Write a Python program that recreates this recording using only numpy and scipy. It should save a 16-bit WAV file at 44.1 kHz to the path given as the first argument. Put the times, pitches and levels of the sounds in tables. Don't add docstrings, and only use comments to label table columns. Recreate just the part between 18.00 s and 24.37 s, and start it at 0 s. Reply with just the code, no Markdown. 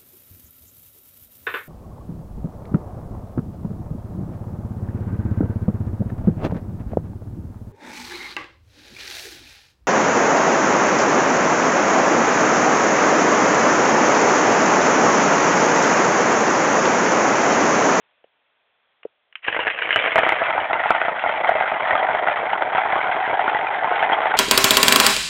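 import sys
import numpy as np
from scipy import signal
from scipy.fft import rfft, irfft, next_fast_len
from scipy.io import wavfile
from scipy.ndimage import uniform_filter1d

SR = 44100
rng = np.random.default_rng(int(sys.argv[2]) if len(sys.argv) > 2 else 0)


def unload_wav(signal):
    wavfile.write(
        sys.argv[1],
        SR,
        np.round(np.clip(np.atleast_2d(signal).T, -1, 1) * 32767).astype(np.int16),
    )


N = 280917

# f/Hz, level/dB
HISS_COLOUR = [(15, -65.5), (25, -39.5), (65, -24), (366, -17), (443, -9), (483, -9.5), (623, -6.5),
               (858, -8.5), (1260, -9.5), (1560, -8.5), (2240, -10.5), (2650, -8), (2890, -13), (3350, -8),
               (4060, -24.5), (5280, -46.5), (8930, -120)]
# t/s, level/dB
HISS_DRIFT = [(0, -65), (.3, -69), (.9, -67.5), (1.2, -70)]
# t/s, level/dB, f/Hz, swell (half the time to the crest)/s
HANDLING_BUMPS = [(0.242, -40, 546, 0.0013), (1.051, -19, 465, 0.0019), (1.0598, -36, 458, 0.0013)]
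# t/s, level/dB, clack over knock/dB
PLASTIC_TICKS = [(0.2407, -47.5, -2), (1.031, -34, 10), (1.05, -38, -19), (1.3255, -37, 29),
                 (1.3549, -18.5, 52)]
# t/s, fill (0 bare shell, 1 low heap, 2 nearly full)
HOPPER_FILL = [(1.95, 0), (2.2, 0.41), (2.45, 0.77), (4.1, 1.09), (5.0, 1.41)]
# f/Hz, level/dB
BARE_COLOUR = [(15, -72), (25, -38.5), (81, -19), (215, -21.5), (343, -9.5), (407, -14.5), (453, -2.5),
               (526, -7), (637, -7), (1130, -4), (1620, 0), (1810, -0.5), (2380, 0), (3010, -1.5),
               (4060, -29.5), (5280, -60.5), (8930, -120)]
HEAP_COLOUR = [(15, -57.5), (25, -44), (59, -22), (255, -16), (514, -6), (637, -0.5), (723, 2), (876, 1),
               (1130, -5.5), (1430, -4), (1730, -10.5), (2010, -4.5), (2770, -20.5), (3280, -17.5),
               (4060, -38.5), (5280, -55), (8930, -120)]
FULL_COLOUR = [(15, -68), (25, -35.5), (100, -22), (244, -21.5), (453, -4), (514, -12), (755, 0), (895, -1),
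               (1180, -15), (1490, -11.5), (1770, -15.5), (2010, -18), (2770, -23.5), (3280, -23),
               (4060, -43), (5280, -69.5), (8930, -120)]
# t/s, level/dB
POUR_SURGES = [(1.46, -27.5), (1.67, -25.5), (1.76, -32.0), (1.81, -26.5), (2.26, -21.0), (2.31, -24.5),
               (2.5, -21.0), (2.73, -26.0), (2.78, -21.5), (3.13, -26.5), (3.56, -20.5), (3.77, -24.0),
               (3.88, -20.5), (4.71, -24.0), (4.76, -21.0), (5.85, -22.5), (6.12, -19.0), (6.36, -22.5)]
# t/s, relative level/dB, clack over knock/dB, knock f/Hz, clack f/Hz
HARD_HITS = [(1.4826, -4.5, -0.5, 955, 1640), (1.5457, -12, -4.5, 810, 1710), (1.5646, -7.5, -5, 610, 2080),
             (1.5914, -8.5, -13, 960, 1870), (1.6691, -7.5, -3, 690, 1690), (1.6786, -4.5, 5, 740, 1620),
             (1.7012, -8, 18, 817, 2530), (1.7886, -10, 19, 745, 1600), (1.822, -6, 22, 870, 1660),
             (1.9063, -4, 15.5, 830, 1690), (1.9281, -2.5, 13, 630, 2950), (1.9597, 0, -2.5, 640, 1580),
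             (1.9691, -11.5, -1, 644, 2850), (1.9899, -5, 25, 810, 2400), (2.041, -5.5, -0.5, 660, 1680),
             (2.0602, -2.5, 1.5, 620, 2155), (2.1573, 0.5, -9.5, 660, 2500), (2.1804, -2.5, -3, 640, 1370),
             (2.1871, -1, -9.5, 650, 1344), (2.233, -5, -12.5, 640, 1370), (2.265, -4.5, -19, 654, 1930),
             (2.2914, 0, 5.5, 810, 2060), (2.3211, -3, -1, 820, 2050), (2.4174, -5.5, -14, 660, 1300),
             (2.5003, -12, 0, 810, 1950), (2.5783, -9, -7, 890, 1300), (2.7086, -8, -7, 656, 1340),
             (2.7312, -2.5, 4, 910, 2050), (2.8577, -7, -14, 880, 1940), (2.9052, 1, -15, 620, 1400),
             (2.9112, -10.5, -10, 640, 1300), (2.9494, -6.5, -1, 890, 1420), (3.0154, -3.5, 1, 660, 1466),
             (3.0505, -8.5, -1.5, 704, 1405), (3.0826, -7, -14, 710, 1276), (3.2386, -8.5, -12, 660, 1940),
             (3.261, -5.5, -10.5, 670, 2160), (3.2927, -7, 1, 676, 1465), (3.4461, -6.5, 2, 880, 2200),
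             (3.4909, -2, -11, 680, 1620), (3.5522, -11.5, -5, 720, 1420), (3.6088, -7.5, -7, 747, 1980),
             (3.7204, -8.5, -18, 637, 1565), (3.9081, -4, 7, 640, 1850), (3.9534, -4, -1.5, 890, 1230),
             (4.0272, -8.0, -18.5, 643, 2180), (4.0866, -8.5, -15, 646, 1480),
             (4.1492, -8.5, -4, 620, 1256), (4.2723, -7, 1, 620, 1480), (4.2844, -6, -6.5, 714, 1940),
             (4.5313, -6.0, -6, 814, 1950), (4.622, -5.5, 5.5, 867, 1495), (4.7493, -5.5, -1, 650, 1540),
             (4.781, -6.0, -3.5, 777, 1335), (4.9297, -9, -18, 770, 1910), (4.9627, -7.5, -8, 820, 1400),
             (5.0927, -10, -26, 713, 1393), (5.2767, -12.5, -12, 720, 2240), (5.3309, -9, -12, 597, 1600),
             (5.3936, -6.0, -4, 735, 1450), (5.479, -4.5, -3, 870, 1480), (5.5474, -5.5, -3, 830, 2030),
             (5.8438, -5.5, -9, 900, 1450), (5.9136, -8.5, -30, 733, 1980), (6.0267, -6.0, 0, 714.7, 1590),
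             (6.1209, -6.5, -14, 880, 1967), (6.2566, -6, -4, 672, 1980), (6.3396, -4, -3, 824, 1400)]

CLACK_OVER_KNOCK_DB = [10, 0.5, -1]
KNOCK_HZ, CLACK_HZ = [638, 724, 856], [2226, 1924, 1892]
POUR_START_S, POUR_ATTACK_S = 1.412, .05
GRAZE_DB = 23.5
BALL_T60_S, BALL_GAP_S, BALL_LOSS_DB = .035, .008, 2
FORCE_SPREAD_DB, HARDNESS_SPREAD_DB, BOUNCE_SPREAD_DB = 2.5, 6.5, 1.87


def amp(db):
    return 10 ** (np.asarray(db) / 20)


def unit_rms(x):
    return x / np.sqrt(np.mean(x ** 2, axis=-1, keepdims=True) + 1e-20)


def colour_at(points, hz):
    f, db = np.transpose(points)
    return np.interp(np.log(hz + 1), np.log(f + 1), db)


def curve_at(points, times):
    return np.interp(times, *np.transpose(points))


def filtered(x, response):
    size = next_fast_len(N + SR // 2)
    return irfft(rfft(x, size) * response(np.fft.rfftfreq(size, 1 / SR)), size)[:N]


def minimum_phase(db):
    cepstrum = irfft(np.log(amp(np.maximum(db, -100))))
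    half = cepstrum.shape[-1] // 2
    cepstrum[:, 1:half] *= 2
    cepstrum[:, half + 1:] = 0
    return np.exp(rfft(cepstrum))


def placed(times, sounds):
    index = np.round(np.asarray(times) * SR).astype(int)[:, None] + np.arange(sounds.shape[1])
    return np.bincount(np.maximum(index, 0).ravel(), sounds.ravel(), N)[:N]


def hiss():
    noise = filtered(rng.standard_normal(N), lambda hz: amp(colour_at(HISS_COLOUR, hz)))
    return unit_rms(noise) * amp(curve_at(HISS_DRIFT, np.arange(N) / SR))


def walls(sound, t60=.29, build_s=.0057, level_db=-16.5):
    t = np.arange(SR // 3) / SR
    tail = rng.standard_normal(len(t)) * amp(-60 * t / t60) * (1 - np.exp(-t / build_s))
    return amp(level_db) * signal.fftconvolve(sound, tail / np.linalg.norm(tail))[:N]


def resonance(hz, centre_hz, width_hz, gain_db):
    detuning = (hz - centre_hz[:, None]) / (width_hz / 2)
    return 10 * np.log10(1 + amp(gain_db) ** 2 / (1 + detuning ** 2))


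def contacts(rows, strike_db, ring_db, attack_s, split_hz=1150, size=1280):
    starts, peak_db, clack_db, t60, knock_hz, clack_hz = np.transpose(rows)
    t, hz = np.arange(size) / SR, np.fft.rfftfreq(size, 1 / SR)
    noise = rng.standard_normal((len(starts), size))
    push = noise * amp(-60 * t / t60[:, None]) * (1 - np.exp(-t / attack_s))
    push *= np.clip(4 * (1 - t / t[-1]) - 1, 0, 1)
    push[:, 0] = np.sign(noise[:, 0]) * amp(strike_db) * np.linalg.norm(push, axis=1)
    fill = curve_at(HOPPER_FILL, starts)[:, None]
    colour = sum(np.maximum(1 - abs(fill - k), 0) * colour_at(stage, hz)
                 for k, stage in enumerate((BARE_COLOUR, HEAP_COLOUR, FULL_COLOUR)))
    colour += resonance(hz, knock_hz, width_hz=76, gain_db=ring_db - 1.5)
    colour += resonance(hz, clack_hz, width_hz=93, gain_db=ring_db)
    ring = irfft(rfft(push) * minimum_phase(colour))
    crossover = [signal.butter(2, split_hz, side, fs=SR, output="sos") for side in ("low", "high")]
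    knock, clack = (unit_rms(signal.sosfilt(np.tile(sos, (2, 1)), ring)) for sos in crossover)
    hit = knock + amp(clack_db)[:, None] * clack
    return placed(starts, hit / abs(hit).max(axis=1, keepdims=True) * amp(peak_db)[:, None])


def handling_bumps():
    starts, db, hz, swell_s = np.transpose(HANDLING_BUMPS)[:, :, None]
    t = np.arange(SR // 20) / SR
    age = t / (2 * swell_s)
    envelope = (age * np.exp(1 - age)) ** 4
    return placed(starts[:, 0], amp(db) * envelope * np.sin(2 * np.pi * hz * t))


def plastic_ticks(knock_hz=700, clack_hz=2860):
    tick, after_ring = (0, .022), (-14.5, .19)  # level/dB, t60/s
    rows = [(start, peak_db + part_db, clack_db, t60, knock_hz, clack_hz)
            for start, peak_db, clack_db in PLASTIC_TICKS
            for part_db, t60 in (tick, after_ring)]
    return contacts(rows, strike_db=-6, ring_db=5, attack_s=.0003, size=4096)


def by_fill(values, times):
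    return np.interp(curve_at(HOPPER_FILL, times), np.arange(len(values)), values)


def pour_onset(times):
    return np.clip((times - POUR_START_S) / POUR_ATTACK_S, 0, 1) ** 2


def stream_strength(times, stir=1.1, settle_s=.017, trim_db=-.12):
    starts, hit_db = np.transpose(HARD_HITS)[:2]
    age = np.arange(SR // 5) / SR / (settle_s / 2)
    stirred = placed(starts, amp(hit_db)[:, None] * age * np.exp(-age))
    return pour_onset(times) * amp(curve_at(POUR_SURGES, times) + trim_db) * (1 + stir * stirred)


def rattle(count=480, touches=3):
    t = np.arange(N) / SR
    landing = POUR_START_S + (t[-1] - POUR_START_S) * (np.arange(count) + 1.5 * rng.random(count)) / count
    force, hardness, decay, knock_tune, clack_tune, spring = rng.standard_normal((6, count)).clip(-2, 2)
    graze_db = GRAZE_DB * (1 - pour_onset(landing))
    clack_db = by_fill(CLACK_OVER_KNOCK_DB, landing) + graze_db + HARDNESS_SPREAD_DB * hardness
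    knock_hz = by_fill(KNOCK_HZ, landing) * np.exp(.17 * knock_tune)
    clack_hz = by_fill(CLACK_HZ, landing) * np.exp(.26 * clack_tune)
    t60 = BALL_T60_S * np.exp(.25 * decay)
    bounce = np.arange(touches)[:, None]
    gaps = BALL_GAP_S * np.exp(.4 * spring) * rng.uniform(.5, 1.5, (touches, count)) * (bounce > 0)
    times = landing + np.cumsum(gaps, axis=0)
    levels = FORCE_SPREAD_DB * force - BALL_LOSS_DB * bounce
    levels += BOUNCE_SPREAD_DB * rng.standard_normal((touches, count))
    rows = np.vstack([np.transpose([starts, db, clack_db, t60, knock_hz, clack_hz])
                      for starts, db in zip(times, levels)])
    balls = contacts(rows, strike_db=-3, ring_db=11, attack_s=.0006)
    running_rms = np.sqrt(abs(uniform_filter1d(balls ** 2, int(.055 * SR))) + 1e-6)
    return balls / running_rms * stream_strength(t)


def hard_hits(landing_db=-1, rebound_db=-10, rebound_s=.009):
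    starts, hit_db, clack_db, knock_hz, clack_hz = np.transpose(HARD_HITS)
    t60 = .019 * amp(hit_db) ** .46
    flight = rebound_s * rng.uniform(.6, 1.4, len(starts))
    rows = np.vstack([np.transpose([starts + delay, hit_db + gain_db, clack_db, t60, knock_hz, clack_hz])
                      for delay, gain_db in ((0, landing_db), (flight, rebound_db))])
    return contacts(rows, strike_db=1, ring_db=10, attack_s=.00064)


def scene():
    balls = rattle() + hard_hits()
    reflections = walls(balls)
    return (handling_bumps() + plastic_ticks() + balls + reflections + hiss())[None]


def record(dry, band_hz=4500, edge_hz=550, soft_limit=.8, hard_limit=.71, top_hz=15800):
    rounded = dry[0] / (1 + abs(dry[0] / soft_limit) ** 7) ** (1 / 7)
    narrow = filtered(rounded, lambda hz: np.clip((band_hz - hz) / edge_hz, 0, 1))
    clipped = np.clip(narrow, -hard_limit, hard_limit)
    return filtered(clipped, lambda hz: hz < top_hz)[None]


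dry = scene()
out = record(dry)
unload_wav(out)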